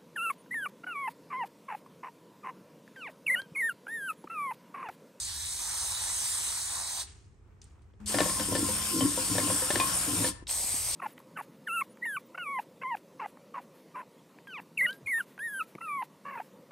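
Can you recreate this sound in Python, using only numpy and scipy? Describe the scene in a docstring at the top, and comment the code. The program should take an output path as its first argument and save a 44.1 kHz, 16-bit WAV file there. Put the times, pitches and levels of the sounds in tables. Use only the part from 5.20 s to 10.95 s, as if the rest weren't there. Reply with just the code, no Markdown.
"""In a workshop, over ventilation noise, an aerosol can is already spraying iron through a straw.
In the pause come soft bright noise swells, a faint rustle and ticks; dull bumps fall here and there, mostly
near the third spray. During the second spray a hand crank turns a screw: a low tone, a rumbling casting, a
loose handle's knocks and small pings. Valve clicks and a third spray follow. Hiss is shaped noise, spread in
stereo with phase and likeness between the channels varying with pitch; parts are ringing modes."""
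import sys
import numpy as np
from scipy import signal
from scipy.fft import rfft, irfft
from scipy.io import wavfile
from scipy.ndimage import uniform_filter1d

SR = 44100
rng = np.random.default_rng(int(sys.argv[2]) if len(sys.argv) > 2 else 0)


def int16_out(signal):
    """Quantize to a 16-bit WAV file."""
    q = np.round(np.clip(np.atleast_2d(signal).T, -1, 1) * 32767)
    wavfile.write(sys.argv[1], SR, q.astype(np.int16))


N = 253575  # samples, 5.75 s


def gain_of(db):
    """dB to gain."""
    return 10 ** (np.asarray(db) / 20)


def evened(x):
    """Scales to rms 1."""
    return x / np.sqrt(np.mean(x ** 2) + 1e-20)


def read(rows, hz):
    """Columns of a spectrum table at hz, straight on a log axis."""
    f, *columns = np.transpose(rows)
    return [np.interp(np.log(hz + 1), np.log(f + 1), c)[:, None] for c in columns]


def follow(rows, t):
    """Columns of a curve at times t, and a gate that is open while the curve lasts."""
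    s, *columns = np.transpose(rows)
    gate = np.clip(np.minimum(t - s[0], s[-1] - t) / .004 + .5, 0, 1)
    return gate, *[np.interp(t, s, c) for c in columns]


def add(mix, s, sound):
    """Mixes a stereo sound in at s seconds."""
    part = mix[:, round(s * SR):][:, :sound.shape[1]]
    part += sound[:, :part.shape[1]]


def pan(lean_db):
    """Splits a left-minus-right lean into dB at the two channels."""
    return np.array([[lean_db / 2], [-lean_db / 2]])


def noise(colour_db, same, lean_db=0, lead=0, patchy_db=1, flicker_db=1):
    """Random spectra (bins x frames) in two channels, with drifting patches and a flicker shared by both."""
    a, b, c, d, patches = rng.standard_normal((N // 128 + 5, 257, 5)).T
    flicker = evened(uniform_filter1d(patches, 60, 0))  # wide bands, new every frame
    patches = evened(uniform_filter1d(uniform_filter1d(patches, 6, 0), 25, 1))
    same = np.clip(same, 0, 1)
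    left = a + 1j * b
    alone = c + 1j * d  # what only the right channel holds
    right = (same * left + np.sqrt(1 - same ** 2) * alone) * np.exp(1j * lead)
    z = np.array([left * gain_of(lean_db / 2), right * gain_of(-lean_db / 2)])
    z *= gain_of(colour_db + patchy_db * patches + flicker_db * flicker)
    return signal.istft(z, nperseg=512, noverlap=384)[1][:, :N]


def modes(x, table):
    """Noise rung twice through each fixed resonance, rms 1."""
    out = 0
    for hz, width, db in table:
        pole = np.exp((2j * hz - width) * np.pi / SR)
        rung = signal.lfilter([1], [1, -2 * pole, pole ** 2], x).real
        out = out + gain_of(db) * evened(rung)
    return evened(out)


# Colour of the ventilation in the workshop. Each row: frequency in Hz, relative density in dB per Hz.
SHOP_COLOUR = [(15, -37.5), (25, -17.5), (40, -4.5), (60, 1.5), (85, 2), (130, -10.5), (225, -19.5),
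               (430, -19), (560, -36), (800, -31.5), (1300, -36), (2200, -38), (3400, -48), (8500, -47.5),
               (10000, -59), (13000, -94.5)]
# Its level at the microphone. Each row: time in seconds, level in dB.
SHOP_LEVEL = [(0, -53.5), (2.79, -55), (2.81, -47.5), (5.24, -50), (5.75, -49)]
# How alike the two channels are. Each row: frequency in Hz, likeness from 0 to 1.
SHOP_SAME = [(30, 0.96), (300, 0.72), (2000, 0), (9000, 0.37)]


def shop():
    """Ventilation rumble, built over one long spectrum to keep its bass shape."""
    hz = np.fft.rfftfreq(N, 1 / SR)
    a, b = rfft(rng.standard_normal((2, N)))
    same = np.clip(read(SHOP_SAME, hz)[0][:, 0], 0, 1)
    channels = np.array([a, same * a + np.sqrt(1 - same ** 2) * b])
    air = irfft(channels * gain_of(read(SHOP_COLOUR, hz)[0][:, 0]), N)
    level_db = follow(SHOP_LEVEL, np.arange(N) / SR)[1]
    return evened(air) * gain_of(level_db)


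OPEN_S, OPEN_FROM_DB = .03, -17  # the valve opens: the jet climbs from this far down
SHUT_DB_PER_S, SHUT_S = -600, 0.089  # the valve shuts: the jet dies away


def jet_db(rows, t):
    """The pressed level, with the valve opening (unless already open) and shutting."""
    start, end = rows[0][0], rows[-1][0]
    opening = OPEN_FROM_DB * np.clip(1 - (t - start) / OPEN_S, 0, 1) * (start > 0)
    return follow(rows, t)[1] + opening + SHUT_DB_PER_S * np.maximum(t - end, 0)


# The three sprays, one table each. Each row: time in seconds, jet level in dB before the room,
# swell of the splash near 900 Hz in dB.
SPRAYS = [
    [(0.0, -38, -1), (0.375, -35.5, -4), (0.395, -34, 3.5), (0.6, -32.5, 0.5), (0.88, -33, 3.5),
     (1.1, -30, -3), (1.3, -32.5, -0.5), (1.6, -35.5, 4.5), (1.71, -35, 5), (1.82, -36, 2)],
    [(2.86, -27.5, -7), (2.91, -32, 5.5), (3.02, -31, 6), (3.2, -32.5, 4), (3.66, -30, 0), (3.84, -31, -2),
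     (4.26, -29, 3), (4.54, -30.5, 4.5), (4.96, -29.5, 2), (5.088, -28.5, 2)],
    [(5.277, -27.5, -4), (5.305, -28.5, 0), (5.33, -30.5, -1.5), (5.47, -31, -1.5), (5.7, -31.5, -2.5),
     (5.76, -30.5, 0)],
]
# Colour of each spray at the place where it lands: on a rail, in a slot, on the screw.
# Each row: frequency in Hz, relative density in dB per Hz.
JET_ON_RAIL = [(300, -24.5), (550, -22), (900, -9.5), (1400, -13), (1900, -10.5), (2600, -13), (3400, -10),
               (3900, -3), (5000, -6.5), (5500, -8), (6300, -2), (6800, -5.5), (8600, 1.5), (9400, 2),
               (11000, -9.5), (13000, -17), (14300, -34.5), (15300, -19.5)]
JET_IN_SLOT = [(300, -16), (700, -13), (1000, -15.5), (1400, -13), (2200, -15.5), (3000, -10),
               (4000, -13.5), (5400, -7), (6100, -11.5), (7500, -5.5), (8500, -2), (9400, 2.9),
               (10600, -11.5), (11200, -4.5), (13000, -19), (14300, -22.5), (15300, -20)]
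JET_ON_SCREW = [(300, -23), (550, -13), (950, -11), (1300, -18.5), (2200, -14.5), (3600, -13), (4300, -9.5),
                (5700, -10.5), (6300, -8.5), (7000, -10), (8500, 2), (9400, -5), (10300, -4.5),
                (12000, -10.5), (13200, -17), (14700, -31), (15400, -18)]
# Stereo spread of the hiss from each place. Each row: frequency in Hz, likeness of the channels from 0 to 1,
# left minus right in dB, phase lead of the right channel in radians.
STEREO_RAIL = [(300, 0.78, -1.0, 0.06), (1000, 0.93, 0.1, 0.53), (1600, 0.74, 0.7, 0.17),
               (2200, 0.51, 1.1, 2.07), (2700, 0.76, -0.7, 3.04), (3300, 0.46, -1.1, 4.91),
               (3900, 0.98, 0.2, 6.33), (4600, 0.76, 0.7, 7.49), (5400, 0.27, -8.1, 8.53),
               (6300, 0.91, -2.1, 6.52), (7100, 0.78, -2.9, 6.69), (8600, 1, 0, 6.3)]
STEREO_SLOT = [(300, 0.88, 3.0, -0.02), (1000, 0.87, 3.8, -0.68), (1600, 0.81, 0.5, -0.11),
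               (2200, 0.65, 0.9, -0.17), (2700, 0.62, 5.0, -1.54), (3300, 0.5, 6.4, -1.26),
               (3900, 0.65, 3.3, -0.28), (4600, 0.7, 4.3, -0.51), (5400, 0.63, 8.2, -1.16),
               (6300, 0.72, 2.4, -0.11), (7100, 0.41, 8.3, -0.47), (8600, 1, 0, 0)]
STEREO_SCREW = [(300, 0.91, 1.6, 0.07), (1000, 0.87, 3.9, -0.47), (1600, 0.79, 1.1, 0.04),
                (2200, 0.93, 0.7, -0.1), (3300, 0.63, 1.2, -0.82), (3900, 0.75, 1.4, -0.35),
                (5400, 0.51, 2.1, -1.04), (6300, 0.93, 0.5, -0.06), (7100, 0.57, 4.0, -0.77),
                (8600, 1, 0, 0)]
FROTH_PER_DB, FROTH_MOST_DB = -.7, 8  # froth near 4 kHz stands out more as the jet weakens
FRESH_DB, FRESH_S = 2.5, 0.084  # the froth is thicker just after the valve opens
FLARE_DB, FLARE_S = 5, 0.017  # the froth spits brighter just before the valve shuts
# a chosen stereo rule for the treble hiss: the phase between the channels turns steadily with pitch
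# and their likeness dips
TURN_FROM_HZ, HALF_TURN_HZ, DIP = 8600, 1700, .5
RAIL_TURN, SLOT_TURN = -1, 1  # direction of that turn


def spray(rows, jet, stereo, turning):
    """Turbulent hiss; the splash and froth bands swell as the jet meets wet iron."""
    hz = np.fft.rfftfreq(512, 1 / SR)
    column = hz[:, None]
    t = np.arange(N // 128 + 5) * 128 / SR
    start, end = rows[0][0], rows[-1][0]
    splash_db = follow(rows, t)[2]
    usual_db = np.median(rows, axis=0)[1]
    froth_db = np.minimum(FROTH_PER_DB * (jet_db(rows, t) - usual_db), FROTH_MOST_DB)
    froth_db = froth_db + FRESH_DB * np.exp(-abs(t - start) / FRESH_S) * (start > 0)
    froth_db = froth_db + FLARE_DB * np.exp(-((t - end) / FLARE_S + 1) ** 2)
    splash = np.exp(-np.log((column + 1) / 900) ** 2 / .5)
    froth = np.exp(-np.log((column + 1) / 4300) ** 2 / 0.24)
    colour_db = read(jet, hz)[0] - 30 * (column < 150) + splash_db * splash + froth_db * froth
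    same, lean_db, lead = read(stereo, hz)
    turn = turning * np.pi * np.maximum(column - TURN_FROM_HZ, 0) / HALF_TURN_HZ
    dip = DIP * np.sin(turn) ** 2 * np.minimum(abs(turn) / (2 * np.pi), 1)
    hiss = noise(colour_db, same - dip, lean_db, lead + turn, patchy_db=1.76, flicker_db=0.95)
    t = np.arange(N) / SR
    on = (t > start) & (t < end + SHUT_S)
    return on * hiss * gain_of(jet_db(rows, t)) / np.std(hiss[:, on])


# How long the workshop rings. Each row: frequency in Hz, t60 in seconds.
ROOM = [(300, 0.29), (1300, 0.77), (3500, 0.4), (9000, 0.33), (12000, 0.087)]


def room(x):
    """Sparse taps of random sign, each band dying at its own speed."""
    taps = np.zeros((2, SR))
    at = np.arange(300, SR - 20, 20) + rng.integers(0, 20, (2, (SR - 301) // 20))
    np.put_along_axis(taps, at, rng.choice([-1., 1.], at.shape), 1)
    hz, t, z = signal.stft(taps, SR, nperseg=256)
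    tail = signal.istft(z * gain_of(-60 * t / read(ROOM, hz)[0]), SR, nperseg=256)[1]
    return signal.fftconvolve(x, tail / np.linalg.norm(tail[0]), axes=1)[:, :N]


# Dull bumps of the can and the hands. Each row: start in seconds, starting level in dB,
# frequency in Hz, t60 in seconds, left minus right in dB.
BUMPS = [(1.575, -53, 140, .05, 17), (2.739, -55, 500, .02, 11), (5.225, -37.5, 312, 0.027, 6),
         (5.443, -35, 225, 0.018, 2), (5.541, -36.5, 270, 0.035, 5)]


def bumps():
    """Each bump is one low sine dying away."""
    t, out = np.arange(3000) / SR, np.zeros((2, N))
    for s, db, hz, t60, lean_db in BUMPS:
        add(out, s, np.sin(2 * np.pi * hz * t) * gain_of(db - 60 * t / t60 + pan(lean_db)))
    return out


def soft_bed(level, colour):
    """Coloured, flickering noise, half alike in the two channels, under a level curve."""
    colour_db = read(colour, np.fft.rfftfreq(512, 1 / SR))[0]
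    return level * evened(noise(colour_db, .5, patchy_db=1.2, flicker_db=2.5))


# Soft bright noise swells. Each row: start in seconds, starting level in dB, t60 in seconds.
SWELLS = [(1.87, -53.5, 0.57), (2.416, -62.5, 0.46), (2.62, -73, .1), (2.802, -69, 0.32)]
# Colour of the swells. Each row: frequency in Hz, relative density in dB per Hz.
SWELL_COLOUR = [(880, -37.5), (1500, -6), (2720, -2.5), (7770, -0.5), (9480, -2), (10400, -37),
                (11500, -24), (13000, -56)]


def swells():
    """Soft bright noise swells that start at once and die away."""
    t = np.arange(N) / SR
    level = sum((t > s) * gain_of(db - 60 * abs(t - s) / t60) for s, db, t60 in SWELLS)
    return soft_bed(level, SWELL_COLOUR)


# A soft rustle in the pause. Each row: time in seconds, level in dB.
RUSTLE = [(1.95, -72), (2.1, -79.5), (2.22, -80), (2.28, -70.5), (2.4, -74.5), (2.51, -71), (2.6, -73.5),
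          (2.7, -71.5), (2.79, -83), (2.805, -62), (2.86, -64)]
# Colour of the rustle. Each row: frequency in Hz, relative density in dB per Hz.
RUSTLE_COLOUR = [(300, -16), (500, -8), (800, -10), (1200, -8), (1700, -15), (2200, -17), (3500, -26),
                 (5000, -38)]


def rustle():
    """Dull soft noise following a level curve."""
    gate, level_db = follow(RUSTLE, np.arange(N) / SR)
    return soft_bed(gate * gain_of(level_db), RUSTLE_COLOUR)


# Foam and drips ticking, then valve clicks. Each row: start in seconds, level in dB before the decay,
# centre frequency in Hz.
TICKS = [(2.3311, -75, 2040), (2.4156, -44.5, 6100), (2.4404, -48, 7900), (2.4464, -59, 8000),
         (2.4793, -72, 7210), (2.5073, -65, 2270), (2.5164, -66, 7160), (2.592, -69, 2820),
         (2.624, -71, 2100), (2.736, -62, 2010), (5.2687, -31.5, 4036), (5.2926, -31, 3300)]
TICK_RISE_S, TICK_T60_S, TICK_WIDTH_HZ = .002, 0.023, 2100  # width of one filter pass


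def ticks():
    """Tiny bursts of band noise, the same in both channels."""
    t, out = np.arange(3000) / SR, np.zeros((2, N))
    for s, db, hz in TICKS:
        burst = modes(rng.standard_normal(len(t)), [(hz, TICK_WIDTH_HZ, 0)])
        burst = burst * np.minimum(t / TICK_RISE_S, 1)
        add(out, s, np.array([burst, burst]) * gain_of(db - 60 * t / TICK_T60_S))
    return out


# A low steady tone beside the crank. Each row: time in seconds, level in dB before the lean to the left.
HUM = [(2.8, -55), (2.824, -46.5), (3.104, -48), (3.17, -62), (3.206, -40), (3.326, -68), (3.512, -42),
       (3.576, -50), (3.72, -50)]
HUM_HZ = 211


def hum():
    """One sine whose level follows a curve, stronger on the left."""
    t = np.arange(N) / SR
    gate, level_db = follow(HUM, t)
    tone = gate * gain_of(level_db) * np.sqrt(2) * np.sin(2 * np.pi * HUM_HZ * t)
    return tone * gain_of([[2.5], [-3.5]])


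# Pushes of the hand on the crank. Each row: start in seconds, length in seconds,
# casting rumble in dB, bench rumble in dB, both before the sag and the lean to the left.
PUSHES = [(2.929, .14, -36.5, -40.5), (3.185, 0.035, -38, -50), (3.274, 0.16, -34, -42.5),
          (3.464, 0.01, -49, -48), (3.708, 0.073, -31.5, -43.5), (3.802, 0.051, -30, -36.5),
          (3.964, 0.028, -38.5, -63), (4.087, 0.25, -34.5, -42), (4.528, 0.043, -33, -44),
          (4.62, 0.033, -50, -49.5), (4.862, 0.08, -31.5, -39.5), (4.965, .1, -36.5, -41.5)]
# Resonances of the casting, the bench and the screw thread.
# Each row: frequency in Hz, width of one filter pass in Hz, relative level in dB.
CASTING = [(270.4, 17, -9.5), (292.9, 36, -0.5), (316, 39, -5.5), (346.5, 49, -16), (464, 99, -12.5)]
BENCH = [(76.6, 5.7, -18), (103.2, 13.2, 5.5), (122.6, 11, 5.5), (145.4, 40, 1), (174.3, 30, 9)]
THREAD = [(972, 19, 7), (1044, 18.5, 13.5), (1102, 13, 3.5), (1370, 64, 4)]
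PUSH_RISE_S, PUSH_SAG_DB_PER_S, PUSH_FALL_DB_PER_S = 0.029, -11.5, -250
TURN_START_S, TURN_END_S, EASE_S = 2.86, 5.14, 0.064  # the screw keeps creeping between pushes
IDLE_CASTING_DB, IDLE_BENCH_DB, IDLE_THREAD_DB = -55, -50.5, -49.5
THREAD_UNDER_CASTING_DB = -15


def rumble():
    """Uneven slips of the thread shake the casting, the bench and the screw."""
    t = np.arange(N) / SR
    unevenness_db = 2.47 * evened(uniform_filter1d(rng.standard_normal(N), 500))
    slips = rng.standard_normal((3, 3, N)) * gain_of(unevenness_db)
    start, length, casting_db, bench_db = np.transpose(PUSHES)[..., None]
    push = np.clip((t - start) / PUSH_RISE_S, 0, 1)
    push *= gain_of(PUSH_FALL_DB_PER_S * np.maximum(t - start - length, 0))
    push *= gain_of(PUSH_SAG_DB_PER_S * np.maximum(t - start, 0))
    casting = (push * gain_of(casting_db)).sum(0)
    bench = (push * gain_of(bench_db)).sum(0)
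    creep = np.clip(np.minimum(t - TURN_START_S, TURN_END_S - t) / EASE_S, 0, 1)
    levels = (casting + creep * gain_of(IDLE_CASTING_DB),
              bench + creep * gain_of(IDLE_BENCH_DB),
              casting * gain_of(THREAD_UNDER_CASTING_DB) + creep * gain_of(IDLE_THREAD_DB))
    out = 0
    for level, x, table, apart in zip(levels, slips, (CASTING, BENCH, THREAD), (.1, .2, .9)):
        out = out + level * modes(x[0] + apart * x[1:], table)  # apart: what each channel holds alone
    return out * gain_of(pan(2.4))


KNOCK_LEAN_DB = 2.5  # left minus right


def ring(t, hz, db, t60, lead):
    """One dying mode in both channels."""
    wave = np.sin(2 * np.pi * hz * t + np.array([[0], [lead]]) + 2 * np.pi * rng.random())
    wave = wave * np.minimum(t / .0015, 1)
    return wave * gain_of(db - 60 * t / t60 + pan(KNOCK_LEAN_DB))


# What a blow rings in the gear, the housing, the loose handle and the screw. 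Each row: frequency in Hz,
# level against the blow in dB, t60 in seconds, phase lead of the right channel in radians.
GEAR = [(1725, -3, .05, .1), (1778, 1, .08, .1)]
HOUSING = [(370, 0.5, 0.04, 0.024), (460, -3, 0.015, 0.05), (587, 6, 0.046, 0.085), (755, 2.5, 0.028, -.2)]
HANDLE = [(513, 3, 0.15, -0.28), (946, -4, 0.17, -0.69)]
SCREW = [(1055, -1, .35, -1.1), (1102, -4, .3, -1.1)]
CRACK_T60_S, RATTLE_DB, RATTLE_T60_S = 0.02, -9, 0.17
GEAR_CRACK_DB, SCREW_CRACK_DB = -0.5, -5  # the crack against each blow


def knock(gear_db, housing_db, handle_db, screw_db):
    """A short rattling crack, then each part rings as hard as it was struck."""
    t = np.arange(SR // 3) / SR
    # bands: Hz, width of one filter pass in Hz, dB
    crack = modes(rng.standard_normal((2, len(t))), [(650, 880, 2.5), (1760, 1800, 5), (3260, 2700, 2.5)])
    shape = gain_of(-60 * t / CRACK_T60_S) + gain_of(RATTLE_DB - 60 * t / RATTLE_T60_S)
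    shape = shape * np.minimum(t / .001, 1)
    size = gain_of(gear_db + GEAR_CRACK_DB) + gain_of(screw_db + SCREW_CRACK_DB)
    # mostly shared by the channels
    out = size * shape * (crack[0] + 0.27 * crack) * gain_of(pan(KNOCK_LEAN_DB))
    for part, blow_db in (GEAR, gear_db), (HOUSING, housing_db), (HANDLE, handle_db), (SCREW, screw_db):
        for hz, db, t60, lead in part:
            out += ring(t, hz, blow_db + db, t60, lead)
    return out


# Knocks of the crank. Each row: start in seconds, then the strength in dB of the blow on the gear,
# the housing, the handle and the screw.
KNOCKS = [(2.899, -46, -56, -53, -53), (2.943, -31.5, -31.5, -33, -48), (2.985, -27.5, -26.5, -46, -32),
          (3.004, -27, -28, -30.5, -37), (3.058, -44, -34, -35.5, -58), (3.095, -41, -42, -56, -37.5),
          (3.197, -35.5, -39.5, -36, -41), (3.32, -50, -34, -37, -50), (3.351, -30, -30.5, -35, -52),
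          (3.487, -50, -49, -34, -51), (3.807, -49, -34.5, -39, -32.5), (3.975, -54, -46, -32, -47),
          (4.152, -41, -40, -39, -45), (4.181, -31.5, -27, -36, -37), (4.279, -46.5, -45, -42, -60),
          (4.3, -56, -36.5, -33.5, -35.5), (4.421, -40, -59, -33, -58), (4.504, -29, -28.5, -51, -38),
          (4.556, -29.5, -29.5, -39, -35.5), (4.599, -35, -37, -36.5, -24), (5.043, -31, -37, -33, -57)]


def knocks():
    """Blows on the crank's parts, one after another."""
    out = np.zeros((2, N))
    for s, *blows_db in KNOCKS:
        add(out, s, knock(*blows_db))
    return out


# Small loose parts. Each row: start in seconds, level in dB before lean and decay,
# frequency in Hz, t60 in seconds.
PINGS = [(2.986, -31, 3010, .06), (3.807, -26, 3070, .07), (4.2, -33, 2150, .05), (4.599, -27, 2455, .15)]
PING_LEAD = -.8  # phase lead of the right channel, radians


def pings():
    """Each loose part pings in one dying mode."""
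    t, out = np.arange(SR // 5) / SR, np.zeros((2, N))
    for s, db, hz, t60 in PINGS:
        add(out, s, ring(t, hz, db, t60, PING_LEAD))
    return out


HUSH_S = 5.243  # the first two sprays, the crank and all their ringing are silent from here
WET_DB = -16  # room against direct sound


def scene():
    """Sprays and crank ring in the room over small noises and ventilation."""
    first, second, third = SPRAYS
    early = spray(first, JET_ON_RAIL, STEREO_RAIL, RAIL_TURN)
    early = early + spray(second, JET_IN_SLOT, STEREO_SLOT, SLOT_TURN)
    early = early + hum() + rumble() + knocks() + pings()
    late = spray(third, JET_ON_SCREW, STEREO_SCREW, SLOT_TURN)
    hush = np.clip((HUSH_S - np.arange(N) / SR) / 0.0033, 0, 1)
    wet = gain_of(WET_DB)
    sprayed = (early + wet * room(early)) * hush + late + wet * room(late)
    return sprayed + bumps() + swells() + rustle() + ticks() + shop()


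EDGE_HZ = 15750


def record(dry):
    """The band limits of the microphone chain: a gentle bass cut and a steep treble edge."""
    thin = signal.sosfilt(signal.butter(2, 30, "high", fs=SR, output="sos"), dry)
    edge = signal.firwin(511, EDGE_HZ, window=("kaiser", 9), fs=SR)
    return signal.oaconvolve(thin, edge[None], "same")


dry = scene()
out = record(dry)
int16_out(out)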